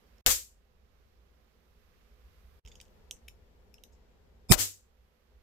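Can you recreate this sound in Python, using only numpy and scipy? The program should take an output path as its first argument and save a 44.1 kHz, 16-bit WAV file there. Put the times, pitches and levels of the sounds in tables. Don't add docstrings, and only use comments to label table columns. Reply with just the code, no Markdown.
import sys
import numpy as np
from scipy import signal
from scipy.fft import rfft, irfft
from scipy.io import wavfile
from scipy.ndimage import uniform_filter1d

SR = 44100
rng = np.random.default_rng(int(sys.argv[2]) if len(sys.argv) > 2 else 0)


def inscribe(sig):
    pcm = np.round(np.clip(np.atleast_2d(sig).T, -1, 1) * 32767)
    wavfile.write(sys.argv[1], SR, pcm.astype(np.int16))


N = 239440
SIDES = np.array([[1], [-1]])


def from_db(db):
    return 10 ** (np.asarray(db) / 20)


def both_sides(left_db, right_db):
    return from_db([[left_db], [right_db]])


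def rms_one(x):
    return x / np.sqrt(np.mean(x ** 2) + 1e-20)


def in_time(rows, t):
    s, *columns = np.transpose(rows)
    return np.array([np.interp(t, s, column) for column in columns])


def at_hz(points, hz):
    point_hz, value = np.array(points).T
    return np.interp(np.log(hz), np.log(point_hz), value)


def ring(x, hz, t60):
    radius = from_db(-60 / (t60 * SR))
    angle = 2 * np.pi * hz / SR
    return signal.lfilter([0, np.sin(angle)], [1, -2 * radius * np.cos(angle), radius * radius], x + 1e-18)


# (frequency [Hz], likeness [-1 to 1])
SIDE_LIKENESS = [(60, 0.75), (180, 0.52), (550, 0.035), (1650, -0.02), (4970, -0.15), (15000, 0.12)]


def coloured(size, spectrum, balance):
    hz = np.maximum(np.fft.rfftfreq(size, 1 / SR), 1)
    mid, side = rfft(rng.standard_normal((2, size)))
    alike = np.clip(at_hz(SIDE_LIKENESS, hz), -1, 1)
    both = np.sqrt(1 + alike) * mid + np.sqrt(1 - alike) * side * SIDES
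    return hz, both * from_db(at_hz(spectrum, hz) + at_hz(balance, hz) / 2 * SIDES)


# (start [s], hum [dB], middle [dB], hiss [dB], top [dB], left-right of all but hum [dB],
#  creep [dB], creep time [s])
TONE_STRETCHES = [(0, -69.5, -71.5, -73.5, -79, -4.5, 1.5, .3), (.3, -69, -78, -80, -88.5, -5, 11.5, 2.5),
                  (2.62, -60.5, -66, -70, -77.5, 3, -6, 0.73), (4.55, -70.5, -77, -79, -86, -4, 4.5, 1.46)]
CREEP_SHARE = [.4, .8, 1.1, 1.701]
WAVER_DB, WAVER_HZ = [2.5, .8, 0.69, .8], 3


def tone_levels():
    t, rows = np.arange(N) / SR, np.array(TONE_STRETCHES)
    stretch = np.searchsorted(rows[1:, 0], t)
    start, *levels_db, pan_db, creep_db, creep_s = rows[stretch].T
    crept_db = creep_db * (1 - np.exp(-abs(t - start) / creep_s))
    knots = np.arange(0, t[-1] + 1, .5 / WAVER_HZ)
    random_rows = rng.standard_normal((4, 200))[:, :len(knots)]
    wavers = [np.interp(t, knots, row) for row in random_rows]
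    bands = zip(levels_db, CREEP_SHARE, WAVER_DB, wavers)
    return [db + share * crept_db + depth * waver for db, share, depth, waver in bands], pan_db


# (frequency [Hz], level [dB per Hz])
TONE_COLOUR = [(15, -15.5), (30, -9.5), (58, -1), (80, -8), (120, -24), (160, -16), (300, -25.5),
               (480, -21.5), (900, -27.5), (2500, -33.5), (5500, -39.5), (9500, -48.5), (12500, -40),
               (15500, -45.5)]
# (frequency [Hz], width [Hz], level against the band's noise [dB])
TONE_HUMS = [(59, 9.2, -0.5), (225.5, 23, -8), (370.4, 12, -16.5), (418, 36, -7.5), (503, 10, -9.5)]
# (frequency [Hz], left-right [dB])
TONE_BALANCE = [(50, -1.5), (300, -0.5), (2000, -2.5), (6000, -3), (9000, 5.5), (13000, 4.5)]
TONE_EDGES_HZ = [0, 130, 1000, 8000, SR]


def room_tone():
    levels_db, pan_db = tone_levels()
    hz, noise = coloured(N, TONE_COLOUR, TONE_BALANCE)
    out = 0
    for low, high, level_db in zip(TONE_EDGES_HZ, TONE_EDGES_HZ[1:], levels_db):
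        band = rms_one(irfft(noise * (hz >= low) * (hz < high), N))
        for hum_hz, width_hz, hum_db in TONE_HUMS:
            if low < hum_hz < high:
                t60 = np.log(1000) / (np.pi * width_hz)
                hum = ring(rng.standard_normal(N), hum_hz, t60)
                band = band + from_db(hum_db) * rms_one(hum)
        out = out + band * from_db(level_db + (low > 0) * pan_db / 2 * SIDES)
    return out


# (start [s], end [s], depth before shaping [dB])
DROPOUTS = [(0.211, 0.257, -30), (2.596, 2.651, -21.5)]
DROPOUT_FADE_S = 0.02


def dropouts():
    t, gain_db = np.arange(N) / SR, np.zeros(N)
    for start, end, depth_db in DROPOUTS:
        shape = 0.55 + np.minimum(t - start, end - t) / DROPOUT_FADE_S
        gain_db += (t > start) * (t < end) * depth_db * shape
    return uniform_filter1d(from_db(gain_db), size=130)


# (pop time [s], held level [dB], extra dip or rise [dB], its centre after pop [s], its half-width [s],
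#  return after pop [s], rise time [s])
SAG_POPS = [
    [(.262, -6.5, 2.5, 0.055, 0.0066, 0.036, .006), (.262, -16.5, -14.5, 0.021, 0.019, 0.039, .008)],
    [(4.52, -11, -21, .045, .015, .075, .012), (4.52, -37, -25, .046, 0.013, 0.078, .009)],
]
SAG_ONSET_S = .004


def sag(start, t):
    out = np.zeros((2, len(t)))
    for rows in SAG_POPS:
        for side, (pop_s, held_db, dip_db, deepest, width, back, rise) in enumerate(rows):
            after = start + t - pop_s
            onset = 1 - .5 * np.exp(-abs(after) / SAG_ONSET_S)
            held = onset * (1 - np.tanh((after - back) / rise)) / 2
            dip = np.exp(-((after - deepest) / width) ** 2)
            out[side] += (after > -.01) * (held_db * held + dip_db * dip)
    return out


# (frequency [Hz], level [dB per Hz])
ECHO_COLOUR = [(20, -10), (100, -3.5), (150, -27), (300, -17.5), (500, -14.5), (1100, -13.5), (2000, -11.5),
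               (3500, -9), (5500, -7.5), (7600, -4.5), (8800, -10.5), (10500, -12.5), (13000, -6),
               (15500, -14)]
# (frequency [Hz], left-right [dB])
ECHO_BALANCE = [(60, -7.5), (200, -5.5), (500, 4), (1300, 3.5), (3000, 2), (6000, 1), (8000, 2),
                (9500, 5.5), (12500, 0.5), (15000, 6)]
# (frequency [Hz], time [s])
ECHO_T60 = [(40, .22), (110, 0.18), (250, 0.32), (700, .2), (2000, .23), (3500, 0.25), (7500, .28),
            (13000, .24)]
# (frequency [Hz], left [factor], right [factor])
SAG_SHARE = [(60, .2, .2), (200, 0.2, 0.41), (600, 0.2, .95), (2010, 0.74, 1.05), (8000, 1.05, .95)]
GRIT_DB, GRIT_S = 4.5, .02


def echoes(start, boom_db=0, body_db=0, middle_db=0, haste=1):
    t = np.arange(round(.7 * SR)) / SR
    sag_db, out = sag(start, t), 0
    hz, noise = coloured(len(t), ECHO_COLOUR, ECHO_BALANCE)
    shelf_db = np.select([hz < 120, hz < 900, hz < 4500], [boom_db, body_db, middle_db])
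    noise = noise / np.std(irfft(noise, len(t))) * from_db(shelf_db)
    lumps = uniform_filter1d(rng.standard_normal((2, len(t))), size=16) * 4
    grit_db = GRIT_DB * np.exp(-t / GRIT_S) * lumps
    share_rows = [(np.log(f), *shares) for f, *shares in SAG_SHARE]
    for centre in 20 * 2 ** (np.arange(21) / 2):
        band_shape = np.clip(1 - 2 * abs(np.log2(hz / centre)), 0, 1)
        band = irfft(noise * band_shape, len(t))
        share = in_time(share_rows, [np.log(centre)])
        decay_db = -60 * haste * t / at_hz(ECHO_T60, centre)
        out = out + band * from_db(decay_db + share * sag_db + grit_db * (centre > 900))
    return out


# (time [s], peak before panning [dB], left-right [dB], struck pitch [Hz], treble drive [dB],
#  top drive [dB], rattle length [s])
TICKS = [(0.182, -60.5, -16, 2600, 4, -2, 0.0008), (2.65, -47.5, -4.5, 2800, -3.5, -7, 0.00096),
         (2.6597, -54.5, -21.5, 2950, -0.5, -18, 0.0026), (2.6736, -48.5, -12, 2690, -3, -29.5, 0.0024),
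         (2.681, -51, -3, 3200, -5, -15, 0.003), (2.715, -48, -7, 3500, -9.5, -31, 0.0056),
         (2.754, -46, -8, 3350, -4.5, -16, 0.0019), (2.8013, -44.5, -12, 2900, -7.5, -30, 0.0014),
         (2.812, -43.5, 11, 3180, -2.5, -7, 0.0015), (2.852, -60, -4, 3560, 0, -24.5, 0.00088),
         (3.1099, -26.5, -5.5, 3300, -7.5, -12.5, 0.00013), (3.166, -59, 1, 2190, -13, -20.5, 0.0013),
         (3.281, -36, 5.5, 2910, -6.5, -5.5, 0.0029), (3.7402, -46, 5, 2800, 5, -3, 0.0018),
         (3.782, -54, -10.5, 2950, -10, -25, 0.0017), (3.8364, -41.5, -9, 3130, -9.5, -15, 0.0011),
         (3.921, -63.5, 2.5, 3000, 17, 4, 0.018)]
# (peak before panning [dB], left-right [dB], struck pitch [Hz], treble drive [dB], top drive [dB],
#  rattle length [s]; the function sets a shortest length)
FAINT_TICK = (-61.5, -5, 3400, -2, -22, -0.58)
# (frequency [Hz], level before drive [dB], time to fall 60 dB [s])
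LOCK_MODES = [(2080, -0.5, 0.0032), (2704, 3.5, 0.006), (3233, -1, 0.0063), (3572, 1, 0.0054),
              (3864, -0.5, 0.00374), (4567, -2.5, 0.00356), (5170, -6, 0.0082), (5432, -3.5, 0.0092),
              (6260, 0, 0.0044), (6790, -4, .008), (7700, -8.5, 0.0043), (9247, 1, 0.0033),
              (12476, 0.5, 0.0018), (14600, -6, .003)]
FAINT_FROM_S, FAINT_TO_S, FAINT_COUNT = 2.685, 2.9, 7
STRUCK_FALL_DB = 19.5
TICK_ECHO_DB, TICK_ECHO_MIDDLE_DB = -27.5, -3.5
TICK_ECHO_HASTE = 1.6


def ticks():
    faint = [(s, *FAINT_TICK) for s in rng.uniform(FAINT_FROM_S, FAINT_TO_S, FAINT_COUNT)]
    dry, sent = np.zeros((2, N)), np.zeros(N)
    t = np.arange(3000) / SR
    no_bass = signal.butter(3, 1900, "high", fs=SR, output="sos")
    for s, level_db, pan_db, struck_hz, treble_db, top_db, length in TICKS + faint:
        rattle = np.exp(-(t / max(length, 1e-4) - .6) ** 2)
        contacts = rng.standard_normal(len(t)) ** 3 * rattle
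        contacts[0] += .8
        sound = 0
        for k, (hz, mode_db, t60) in enumerate(LOCK_MODES):
            body_db = -STRUCK_FALL_DB * abs(np.log2(hz / struck_hz))
            drive_db = top_db if hz > 8000 else treble_db if hz > 4600 else body_db
            gain = from_db(mode_db + drive_db + rng.normal(0, 2.6))
            sound += (-1) ** k * gain * ring(contacts, hz, t60)
        sound = signal.sosfilt(no_bass, sound)
        sound = sound / abs(sound).max() * from_db(level_db)
        at = slice(round(s * SR), round(s * SR) + len(t))
        dry[:, at] += sound * from_db(pan_db / 2 * SIDES)
        sent[at] += sound * from_db(TICK_ECHO_DB) * np.exp(-t / max(2 * length, .0008))
    room = echoes(1, middle_db=TICK_ECHO_MIDDLE_DB, haste=TICK_ECHO_HASTE)
    return dry + signal.fftconvolve(sent[None], room, axes=1)[:, :N]


# (time [s], peak level [dB])
CRACKLE_SPIKES = [(.2628, -8.5), (.2633, -13.5), (.2685, -14.5), (.2699, -14.5), (.2728, -10),
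                  (.274, -12.5), (.2779, -11.5), (.2784, -14.5)]
CRACKLE_FROM_S, CRACKLE_TO_S, CRACKLE_PER_S = .264, .312, 1200
CRACKLE_DB, CRACKLE_SPREAD_DB = -26, 4


def crackle():
    s, level_db = np.transpose(CRACKLE_SPIKES)
    t = np.arange(N) / SR
    born = (rng.random(N) < CRACKLE_PER_S / SR) * (t > CRACKLE_FROM_S) * (t < CRACKLE_TO_S)
    spikes = born * from_db(CRACKLE_DB + CRACKLE_SPREAD_DB * rng.standard_normal(N))
    spikes[np.round(s * SR).astype(int)] = from_db(level_db)
    return -np.convolve(spikes, np.hanning(11), "same") * [[0], [1]]


# (time [s], frequency [Hz], left [dB], right [dB], time to fall 60 dB [s])
THUDS = [(0.2646, 260, -26.5, -14, 0.0041), (0.269, 30.7, -41.5, -36.5, 0.24),
         (0.277, 68.2, -36, -37.5, 0.27), (.266, 510.6, -38, -38.5, 0.29), (.266, 320, -43.5, -43, 0.16),
         (4.494, 130, -43.5, -28, 0.034), (4.502, 207, -32, -11, 0.081), (4.5105, 125, -17, 0, 0.036),
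         (4.5132, 194.5, -30.5, -10, 0.071), (4.5127, 361, -24, -9, 0.058), (4.528, 43.65, -39, -24, 0.2),
         (4.596, 96.7, -47, -37, 0.38)]
OPPOSED_HZ, OPPOSED_T60_S = 250, .1


def thuds():
    out = np.zeros((2, N))
    for s, hz, left_db, right_db, t60 in THUDS:
        push = np.zeros(N)
        push[round(s * SR)] = -1
        left_sign = -1 if hz > OPPOSED_HZ and t60 < OPPOSED_T60_S else 1
        out += ring(push, hz, t60) * both_sides(left_db, right_db) * [[left_sign], [1]]
    return uniform_filter1d(out, size=40)


# (time [s], left [dB], right [dB])
SWELL_LEVELS = [(4.487, -66, -66.5), (4.495, -50, -40.5), (4.505, -31.5, -35.5), (4.512, -20.5, -26.5),
                (4.516, -13.5, -24), (4.5195, -32.5, -19.5), (4.523, -50.5, -40.5), (4.532, -51, -48),
                (4.55, -59.5, -50), (4.558, -75.5, -71)]
# (frequency [Hz], width of one filter pass [Hz], left [dB], right [dB])
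SWELL_BANDS = [(660, 600, -4, 12.5), (2400, 250, 13.5, 0), (3632, 150, -5, 13), (5160, 550, -5.5, 17.5),
               (7540, 500, 0, 11.5), (9600, 3000, 10, -8.5), (12600, 6000, 1.5, -5)]


def swell():
    t, white = np.arange(N) / SR, rng.standard_normal((2, N))
    hiss = 0.12 * white
    for hz, width_hz, left_db, right_db in SWELL_BANDS:
        b, a = signal.iirpeak(hz, hz / width_hz, fs=SR)
        band = signal.lfilter(b, a, signal.lfilter(b, a, white))
        hiss = hiss + both_sides(left_db, right_db) * band
    sounding = (t > SWELL_LEVELS[0][0]) * (t < SWELL_LEVELS[-1][0])
    return hiss * from_db(in_time(SWELL_LEVELS, t)) * sounding


# (time [s], burst length [s], burst ceiling left [dB], burst ceiling right [dB], burst upper cut [Hz],
#  echo [dB], boom below 120 Hz [dB], body 120-900 Hz [dB], middle 900-4500 Hz [dB])
CAP_POPS = [(0.2624, 0.0023, -12, -23.5, 7000, -9.5, -3, -4, -1.5),
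            (4.52, 0.0028, -12, -6, 4975, -2.5, -1.5, 0, -0.5)]
BURST_LOW_HZ = 890


def pops():
    out = np.zeros((2, N))
    for s, length, left_db, right_db, cut_hz, echo_db, *shelves_db in CAP_POPS:
        sound = from_db(echo_db) * echoes(s, *shelves_db)
        t = np.arange(sound.shape[1]) / SR
        b, a = signal.butter(1, [BURST_LOW_HZ, cut_hz], "band", fs=SR)
        dull = signal.lfilter(b, a, rng.standard_normal(sound.shape))
        fade = 1 / (1 + (t / length) ** 8)
        sound += np.tanh(3 * dull) * both_sides(left_db, right_db) * fade
        at = round(s * SR)
        out[:, at:at + len(t)] += sound
    return out


def scene():
    background = (ticks() + room_tone()) * dropouts()
    return background + crackle() + thuds() + swell() + pops()


CUTOFF_HZ = 16700


def record(dry):
    rounded = .8 * np.tanh(dry / .8)
    return signal.sosfilt(signal.cheby2(12, 70, CUTOFF_HZ, fs=SR, output="sos"), rounded)


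dry = scene()
out = record(dry)
inscribe(out)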